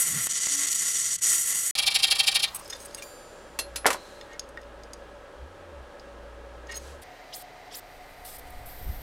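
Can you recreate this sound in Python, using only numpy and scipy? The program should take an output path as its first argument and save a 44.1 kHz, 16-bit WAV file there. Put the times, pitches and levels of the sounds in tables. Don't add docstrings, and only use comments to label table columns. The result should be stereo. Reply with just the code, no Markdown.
import sys
import numpy as np
from scipy import signal
from scipy.fft import rfft, irfft
from scipy.io import wavfile
from scipy.ndimage import uniform_filter1d

SR = 44100
rng = np.random.default_rng(int(sys.argv[2]) if len(sys.argv) > 2 else 0)


def waveform_to_disk(signal):
    frames = np.transpose(np.atleast_2d(signal))
    scaled = np.clip(frames, -1, 1) * 32767
    samples = np.round(scaled).astype(np.int16)
    wavfile.write(sys.argv[1], SR, samples)


N = 397771
T = np.arange(N) / SR


def undb(db):
    return 10 ** (np.asarray(db) / 20)


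def unit(x):
    return x / np.sqrt(np.mean(x ** 2))


def curve(rows, silent_db=-140):
    s, *cols = np.transpose(rows)
    return [np.interp(T, s, c, silent_db, silent_db) for c in cols]


def band(x, lo_hz, hi_hz):
    sos = signal.butter(2, [lo_hz, min(hi_hz, .45 * SR)], "bandpass", fs=SR, output="sos")
    return signal.sosfilt(sos, x)


def noise_band(lo_hz, hi_hz):
    return unit(band(rng.standard_normal(N), lo_hz, hi_hz))


def sine(phase, db):
    return np.sqrt(2) * undb(db) * np.sin(phase)


def walk(rate):
    k = int(SR / rate)
    held = np.repeat(rng.standard_normal(N // k + 1), k)
    return unit(uniform_filter1d(held, k)[:N])


def lowpass_both_ways(x, hz):
    return signal.sosfiltfilt(signal.butter(2, hz, fs=SR, output="sos"), x)


def body(x, colour, modes, base_db, size=8192):
    hz = np.maximum(np.fft.rfftfreq(size, 1 / SR), 1)
    colour_hz, colour_db = np.array(colour).T
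    power = undb(2 * (base_db + np.interp(np.log(hz), np.log(colour_hz), colour_db)))
    power = power + sum(undb(2 * db) / (1 + (2 * (hz - f) / w) ** 2) ** 2 for f, w, db in modes)
    cep = irfft(np.log(power) / 2)
    cep[1:size // 2] *= 2
    cep[size // 2 + 1:] = 0
    return unit(signal.fftconvolve(x, irfft(np.exp(rfft(cep))))[:N])


def teeth(rate, spread_db, hiss):
    hit = rng.random(N) < rate / SR
    size = np.minimum(rng.exponential(1, N), 3)
    sign = np.sign(rng.standard_normal(N))
    return unit(hit * undb(spread_db * size) * sign) + hiss * rng.standard_normal(N)


def hump(s, width):
    return np.exp(-np.log(2) * (2 * (T - s) / width) ** 2)


def decay(t, t60):
    return np.exp(-np.log(1000) * t / t60)


def strike(events, modes, octaves, crack_db, crack_s, scatter_db=3, size=SR // 2):
    out, t = np.zeros(N + size), T[:size]
    for s, db, colour in events:
        ring = 0
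        for f, g, t60 in modes:
            level_chance, pitch_chance = rng.standard_normal(2)
            mode_db = g + scatter_db * level_chance - 2.8 * (np.log2(f / colour) / octaves) ** 2
            mode_hz = f * (1 + 0.0039 * pitch_chance)
            ring = ring + undb(mode_db) * np.sin(2 * np.pi * mode_hz * t) * decay(t, t60)
        ring = band(ring, modes[0][0] * 0.74, 24000)
        edges = colour / 2 ** octaves, min(colour * 2 ** octaves, 12000)
        crack = unit(band(band(rng.standard_normal(size), *edges), *edges)) * decay(t, crack_s)
        blow = -ring / np.abs(ring).max() + undb(crack_db) * crack
        at = int(s * SR)
        out[at:at + size] += undb(db) * blow
    return out[:N]


# start t/s, end t/s
PASSAGES = [(0, 1.7115), (1.7525, 2.622), (2.622, 7.021), (7.021, 9.1)]


def passage(k):
    start, end = PASSAGES[k]
    return np.clip(np.minimum(T - start + (k == 0), end - T) / .001, 0, 1)


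# t/s, level/dB before halving, low body against level/dB,
# treble against level/dB before a 7.5 dB lift
RASP = [(0, -31.5, -6.5, 1.5), (.27, -32.5, -9, -2), (.3, -22.5, -21.5, -22.5), (.7, -23.5, -17.5, -11.5),
        (.76, -24.5, -19, -12.5), (1.16, -24, -22.5, -16), (1.23, -18.5, -22, -12.5),
        (1.42, -28, -16.5, -7), (1.71, -31.5, -10, -1)]
# f/Hz, level/dB per Hz
RASP_COLOUR = [(180, -36.5), (300, -28), (1010, -33.5), (2000, -21), (2280, -24), (3190, -12.5),
               (4160, -13.5), (5800, -6.5), (8090, 2), (13100, -6), (16000, -27)]
# f/Hz, width/Hz, level/dB
RASP_MODES = [(1100, 70, -26.5), (1372, 99, -22), (1994, 245, -15.5), (3065, 37, -14.5), (4403, 95, -8.5),
              (4700, 81, -7), (5846, 265, 2.5), (6880, 680, 3), (7500, 120, -14.5), (8025, 280, 6.5),
              (9000, 230, 1.5), (9280, 510, 0), (9600, 50, -18.5), (10400, 860, -8), (10870, 73, -17),
              (11450, 590, -6.5), (12700, 380, -18)]
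# middle t/s, width/s (a quarter of the depth at its edges), depth/dB
TURNS = [(.283, .02, -15.5), (.33, 0.0077, -15), (.396, 0.013, -9), (.481, 0.016, -6), (.563, 0.0069, -9),
         (.664, .009, -11), (.697, 0.018, -8), (.742, 0.0099, -17.5), (1.175, .022, -29),
         (1.204, 0.032, -28)]


def rasp():
    db, low_db, high_db = curve(RASP)
    pause_db = sum(depth * hump(s, w) ** 2 for s, w, depth in TURNS)
    db = db + 1.16 * walk(90)
    high_db = high_db + 2.34 * walk(25.9)
    sound = body(teeth(4000, 3.0, .7), RASP_COLOUR, RASP_MODES, -5)
    low = lowpass_both_ways(sound, 2600)
    below_treble = lowpass_both_ways(sound, 7600)
    middle = unit(below_treble - low)
    high = unit(sound - below_treble)
    out = undb(db + pause_db) * (middle + undb(high_db + 7.5) * high) / 2
    low_level = undb(db + low_db + 0.32 * pause_db + 1.86 * walk(29.78))
    return out + low_level * low / np.std(band(low, 900, 3100))


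# swell t/s, width/s, swell level/dB, steady level/dB
RUMBLE = (.16, .11, -41, -62)


def rasp_rumble():
    s, w, swell_db, rest_db = RUMBLE
    return (undb(swell_db) * hump(s, w) + undb(rest_db)) * noise_band(110, 196)


# level/dB, one for each passage
DEEP_DB = [-66.5, -64, -64, -74]


def building_rumble():
    return noise_band(24.2, 100) * sum(passage(k) * undb(db) for k, db in enumerate(DEEP_DB))


def side_noise():
    return undb(-66.5) * passage(0) * noise_band(40, 1100)


# first t/s, count, share of bass in the first (0-1)
TICKS = [(.2703, 3, 1), (.4703, 2, 1), (.687, 2, 0)]


def ticks():
    gap_s, level_db = .0427, -9.5
    out = np.zeros(N)
    for first, count, bass in TICKS:
        for k in range(count):
            back = np.array([-.3, -.45, -.15]) * (1 - bass * (k == 0))
            at = int((first + k * gap_s) * SR)
            out[at - 4:at + 5] += undb(level_db) * np.array([*back, .45, .9, .45, *back[::-1]])
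    return out


# middle t/s, width/s, f/Hz, level/dB
BRIEF_HUM = (.58, .15, 290, -50)


def brief_hum():
    s, w, hz, db = BRIEF_HUM
    phase = 2 * np.pi * np.cumsum(hz * (1 + .03 * walk(15))) / SR
    return hump(s, w) * sine(phase, db)


# middle t/s, level/dB
STROKES = [(1.792, -18), (1.877, -17), (1.959, -16.5), (2.042, -15.5), (2.12, -16), (2.202, -17),
           (2.282, -16), (2.361, -16), (2.44, -18.5)]
# f/Hz, level/dB per Hz
STROKE_COLOUR = [(180, -33), (300, -31.5), (624, -20), (787, -27.5), (1460, -18), (2140, -14.5),
                 (2320, -15), (4440, 0.5), (6100, -15), (10600, -17), (16000, -31)]
# f/Hz, width/Hz, level/dB
STROKE_MODES = [(787, 95, -7.5), (1841, 25, -4), (2330, 130, -0.5), (2746, 400, -2.5), (3216, 170, 2),
                (3690, 180, -0.5), (4000, 80, -4.5), (4470, 61, -20), (5290, 350, -5), (6570, 69, -13),
                (7270, 160, -10), (7600, 68, -6), (8460, 120, -17), (8800, 65, -5), (9630, 55, -10),
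                (10330, 350, -4.5), (11100, 150, -8.5)]


def strokes():
    width_s, return_db, first_return_s = .021, -25.5, 1.756
    slip, shrink = .0069, .013
    rise_share = 0.86
    grit = teeth(1800, 2.0, .7)
    low = lowpass_both_ways(grit, 3400)
    cuts = np.array(STROKES)[:, 0]
    rows = [(s, width_s, db) for s, db in STROKES]
    for s in [first_return_s, *(cuts[1:] + cuts[:-1]) / 2]:
        rows.append((s + slip * (s - 2), width_s - shrink * (s - 2), return_db))

    def swell(lag_s):
        power = 0
        for s, w, db in rows:
            middle = s + lag_s
            shape = np.where(T < middle, hump(middle, w * rise_share), hump(middle, w))
            power = power + undb(2 * db) * shape ** 2
        return np.sqrt(power)

    early, late = swell(-.003), swell(.003)
    sound = body(early * (grit - low) + late * low, STROKE_COLOUR, STROKE_MODES, -0.5)
    return sound * np.sqrt(np.mean(late ** 2))


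# [colour f/Hz, level/dB per Hz],
# [resonance f/Hz, width/Hz, level/dB], level/dB
AIR = [([(18, -41), (30, 3), (124, -3.5), (311, -10.5), (1100, -1.5), (1540, -9), (5450, -17), (9970, -19),
       (16000, -24)], [(1180, 180, 2)], -45.5), ([(53, -36), (90, -21), (210, -14.5), (568, -4.5),
       (706, -13.5), (839, -11.5), (1350, -16), (1610, -15), (2090, -23), (3220, -26), (5070, -33),
       (9720, -40), (16000, -53)], [(567.3, 38, 0.5), (785, 52, -13), (1330, 5.3, -15), (1652, 27, -8.5),
       (2780, 44, -24), (3220, 32, -21)], -47), ([(35, -57), (60, -9.5), (133, -9), (216, -14), (234, -17),
       (271, -10.5), (301, -13.5), (422, -6.5), (727, -2), (1130, -12.5), (1990, -10.5), (2840, -18),
       (9000, -32.5), (11700, -76), (19800, -120)], [(729, 33, 5.5), (1225, 18, -3.5), (2000, 280, -10),
       (3120, 77, -18.5), (3980, 250, -19), (4640, 390, -21.5)], -48)]


def workshop_air():
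    out = np.zeros(N)
    for k, (colour, modes, db) in enumerate(AIR, start=1):
        air = body(rng.standard_normal(N), colour, modes, 0)
        out += passage(k) * undb(db + 0.23 * walk(9)) * air
    return out


# f/Hz, level/dB (halved for scrapes), t60/s (clinks only)
STRIP = [(1860, -1, .04), (2150, -8, .03), (2800, -13, .03), (3600, -8, .03), (4200, -12, .03),
         (4860, -4, .025), (5130, -2, .035), (5800, -13, .03), (6520, 0, .03), (8250, -9, .03),
         (9200, -13, .03), (10300, -6, .035), (11200, -14, .04), (13400, -10, .03)]
# middle t/s, width/s, level/dB, colour f/Hz
SCRAPES = [(2.484, 0.013, -38, 4000), (2.549, 0.0046, -30.5, 9600), (2.561, 0.016, -32.5, 9600),
           (2.597, 0.0092, -40, 9050), (2.632, 0.013, -56, 5800), (2.66, 0.0086, -46, 4970),
           (2.706, .013, -35.5, 6400), (2.733, .014, -35, 4300), (2.756, .015, -45, 4940),
           (2.818, .038, -47, 9200), (2.858, 0.016, -41, 8900), (2.985, 0.027, -46, 8300),
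           (2.99, .03, -46, 2960), (3.03, 0.016, -42.5, 6100), (4.33, 0.051, -47.5, 2160),
           (6.702, 0.021, -38, 1900), (6.723, 0.01, -38.5, 5500), (6.73, 0.022, -39.5, 1900),
           (6.75, .017, -42.5, 5000), (6.769, 0.02, -34, 8300)]


def scrapes():
    reach_octaves, ring_share = 0.33, 0.018
    out = np.zeros(N)
    for s, w, db, colour in SCRAPES:
        part = slice(int((s - .08) * SR), int((s + .08) * SR))
        grit = rng.standard_normal(part.stop - part.start)
        ring = 0
        for f, g, _ in STRIP:
            mode_db = g / 2 + 5 * rng.standard_normal() - 3.9 * (np.log2(f / colour) / reach_octaves) ** 2
            ring = ring + undb(mode_db) * unit(band(grit, f * (1 - ring_share), f * (1 + ring_share)))
        broad = unit(band(grit, colour / 9.9, colour * 1.86))
        out[part] += undb(db) * hump(s, w)[part] * unit(unit(ring) + undb(-6) * broad)
    return out


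# middle t/s, width/s, level/dB
RUSTLE = [(2.7, 1, -54.5), (3.5, 0.56, -69), (4.05, 0.36, -57), (6.86, .17, -53)]


def rustle():
    level = sum(undb(db) * hump(s, w) for s, w, db in RUSTLE)
    return noise_band(1400, 8700) * (T > PASSAGES[2][0]) * level


# t/s, f/Hz, level/dB
ENGINE = [(2.62, 54, -68), (2.77, 59, -58.5), (3.12, 56, -67), (3.24, 59, -70), (3.75, 58.57, -46.5),
          (4.04, 57.5, -65.5), (4.68, 55.7, -50), (5.22, 55.3, -55), (5.32, 58.0, -66), (5.43, 64.3, -39.5),
          (5.52, 90.8, -58), (5.66, 87, -54), (5.81, 62.6, -43.5), (5.92, 57.9, -62), (6.16, 56.9, -48.5),
          (6.75, 60, -47), (6.91, 70.6, -45), (7.02, 72.7, -53)]


def engine():
    hz, db = curve(ENGINE)
    phase = 2 * np.pi * np.cumsum(hz) / SR
    return sine(phase, db) + sine(2 * phase, db - 19.5)


# f/Hz, level/dB, passage (from 0); the lowest pair beats five times a second
TONES = [(28, -61.5, 2), (33, -72, 2), (100, -70, 2), (1291, -63.5, 2), (34.4, -62, 3), (280, -66, 3)]


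def hums():
    return sum(passage(k) * sine(2 * np.pi * f * T, db) for f, db, k in TONES)


# t/s, ring peak level/dB, colour f/Hz
CLINKS = [(2.623, -46, 5800), (2.678, -36, 8200), (2.7, -29, 7000), (2.727, -33, 2200), (2.803, -36, 6130),
          (2.849, -42, 7000), (2.93, -46, 8000), (2.947, -22.5, 8950), (4.212, -30.5, 2670),
          (4.395, -19.5, 5260), (4.574, -28, 1630), (4.615, -45, 7000), (4.835, -37.5, 5440),
          (4.934, -28, 6220), (5.997, -38.5, 4000), (6.671, -41, 5490), (6.713, -35, 5960)]
# start t/s, end t/s, clinks a second
RATTLE = [(2.63, 3.07, 35), (4.3, 4.7, 8), (6.68, 6.78, 50)]


def clinks():
    faint = []
    for start, end, rate in RATTLE:
        for when, size, tone in rng.random((int((end - start) * rate), 3)):
            s = start + when * (end - start)
            faint.append((s, -44 + 8 * (size - .5), 5500 * 2 ** (2 * tone - 1)))
    return strike(CLINKS + faint, STRIP, 0.52, -11, 0.015, scatter_db=4.0, size=SR // 8)


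# t/s, ring peak level/dB, colour f/Hz
PING = [(3.023, -33.5, 2500)]
# f/Hz, level/dB, t60/s
ROD = [(2400, 8, 0.064), (4720, -9, 1.6), (7187, -7.5, 1.9), (9660, -11, 1.4), (12580, -9, 0.81),
       (15600, -10, .35)]


def ping():
    return strike(PING, ROD, 3.5, -5, .04, scatter_db=0, size=SR)


# t/s, ring peak level/dB, colour f/Hz, crack against ring/dB,
# share of the ring time left when the bench damps it
KNOCKS = [(3.5892, -18.5, 5650, -7, 0.91), (3.7592, -22, 6200, -6.5, 0.94),
          (3.8635, -12.5, 7000, -4.5, 0.31), (3.9037, -21.5, 3000, -3.5, 0.32),
          (3.9292, -25, 8000, -4.5, .35)]
# f/Hz, level/dB, undamped t60/s
FRAME = [(1945, -3, .06), (2700, -4, .11), (3440, -2, .1), (4200, -7, .18), (4500, -5, .09),
         (5140, -3, .11), (6100, -3, .1), (7200, -9, .08), (8100, -11, .1), (9100, -6, .13),
         (10100, -6, .22), (11150, -7, .2), (12050, -9, .06), (13300, -10, .07)]


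def frame_knocks():
    out = np.zeros(N)
    for *knock, crack_db, share in KNOCKS:
        damped = [(f, g, t60 * share) for f, g, t60 in FRAME]
        out += strike([knock], damped, 2.13, crack_db, 0.086)
    return out


# t/s, ring peak level/dB, colour f/Hz
THUDS = [(3.589, -29.5, 593), (3.760, -33, 1000), (3.846, -22, 1000), (3.857, -4.5, 810),
         (3.862, -20, 1300), (3.870, -44, 890), (3.885, -16.5, 720), (3.904, -15, 1100), (3.917, -27, 1120),
         (3.945, -24.5, 636)]
# f/Hz, level/dB, t60/s
BENCH = [(300, -9, .2), (340, -4, 0.21), (458, 0, 0.14), (540, -23, 0.07), (700, -3, 0.043),
         (770, 3, 0.025), (1000, -5, 0.16), (1150, 9.5, 0.024), (1480, -7, .07), (1750, 9, 0.015),
         (1900, 11.5, 0.014), (2420, -11, .05)]


def bench_thuds():
    return strike(THUDS, BENCH, 1.16, -7.5, 0.093)


# start t/s, end t/s, f/Hz, starting level/dB
AFTER_RING = (3.94, 4.4, 4100, -57)


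def after_ring():
    start, end, hz, db = AFTER_RING
    fade = np.clip((end - T) / (end - start), 0, 1) * (T > start)
    return undb(db) * fade * noise_band(hz * .95, hz * 1.05)


# t/s, level/dB
TORCH = [(7.02, -72), (7.7, -72), (7.9, -67), (8.6, -62.5), (9.02, -75)]
# start t/s, end t/s, hiss level/dB, top hiss against it/dB
BURSTS = [(7.016, 7.039, -54, -8), (7.337, 7.428, -50.5, 0), (7.748, 7.8, -48.5, 2),
          (8.247, 8.375, -51, 0.5), (8.381, 8.401, -58, 6.5), (8.501, 8.511, -69, 14),
          (8.657, 9.1, -61.5, 9.5)]
# middle t/s, width/s, level/dB
FLARES = [(7.342, 0.014, -37.5), (7.728, .021, -47), (7.749, 0.012, -38.5)]


def torch():
    jet = teeth(3000, 1.8, 1.8) * undb(1.0 * walk(50))
    low = unit(band(jet, 3130, 6300))
    middle = unit(band(jet, 7400, 10000))
    top = unit(band(jet, 12000, 14300))
    upper = noise_band(9800, 12200)
    out = undb(curve(TORCH)[0]) * (middle + top) + passage(3) * undb(-65) * low
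    for start, end, db, top_db in BURSTS:
        gate = np.clip(np.minimum(T - start, end - T) / 0.0036, 0, 1)
        opening = undb(2.5) * np.exp(-np.abs(T - start) / .027) * upper
        out += gate * undb(db) * (middle + undb(-3.5) * low + undb(top_db) * (top + opening))
    for octave in np.arange(-.5, 1.6, .5):
        part = unit(band(jet, 4200 * 2 ** octave, 5900 * 2 ** octave))
        part *= undb(-2.5 * abs(octave) - 3.8 * (octave < 0))
        out += part * sum(undb(db) * hump(s + .016 * octave, w) for s, w, db in FLARES)
    return out


# t/s, level/dB
BUFFET = [(7.8, -67), (8.026, -52), (8.07, -62), (8.586, -41), (8.762, -46.5), (8.894, -29), (8.976, -42.5),
          (9.02, -38)]


def buffeting():
    return undb(curve(BUFFET)[0]) * noise_band(6.0, 54)


def room(near):
    tail = rng.standard_normal(SR // 2) * decay(T[:SR // 2], .21)
    tail = band(tail, 92, 4500)
    return undb(-16.5) * signal.fftconvolve(near, tail / np.sqrt(np.sum(tail ** 2)))[:N]


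def scene():
    first = passage(0) * (rasp() + rasp_rumble() + ticks() + brief_hum())
    near = strokes() + scrapes() + rustle() + clinks() + ping()
    near += frame_knocks() + bench_thuds() + after_ring()
    near += room(near)
    around = workshop_air() + engine() + hums() + torch() + buffeting()
    mid = first + building_rumble() + (T > PASSAGES[1][0]) * (near + around)
    side = side_noise()
    return np.array([mid + side, mid - side])


def record(dry):
    rounded = 1.1 * np.tanh(dry / 1.1)
    return signal.sosfilt(signal.ellip(8, .2, 70, 15900, fs=SR, output="sos"), rounded)


dry = scene()
out = record(dry)
waveform_to_disk(out)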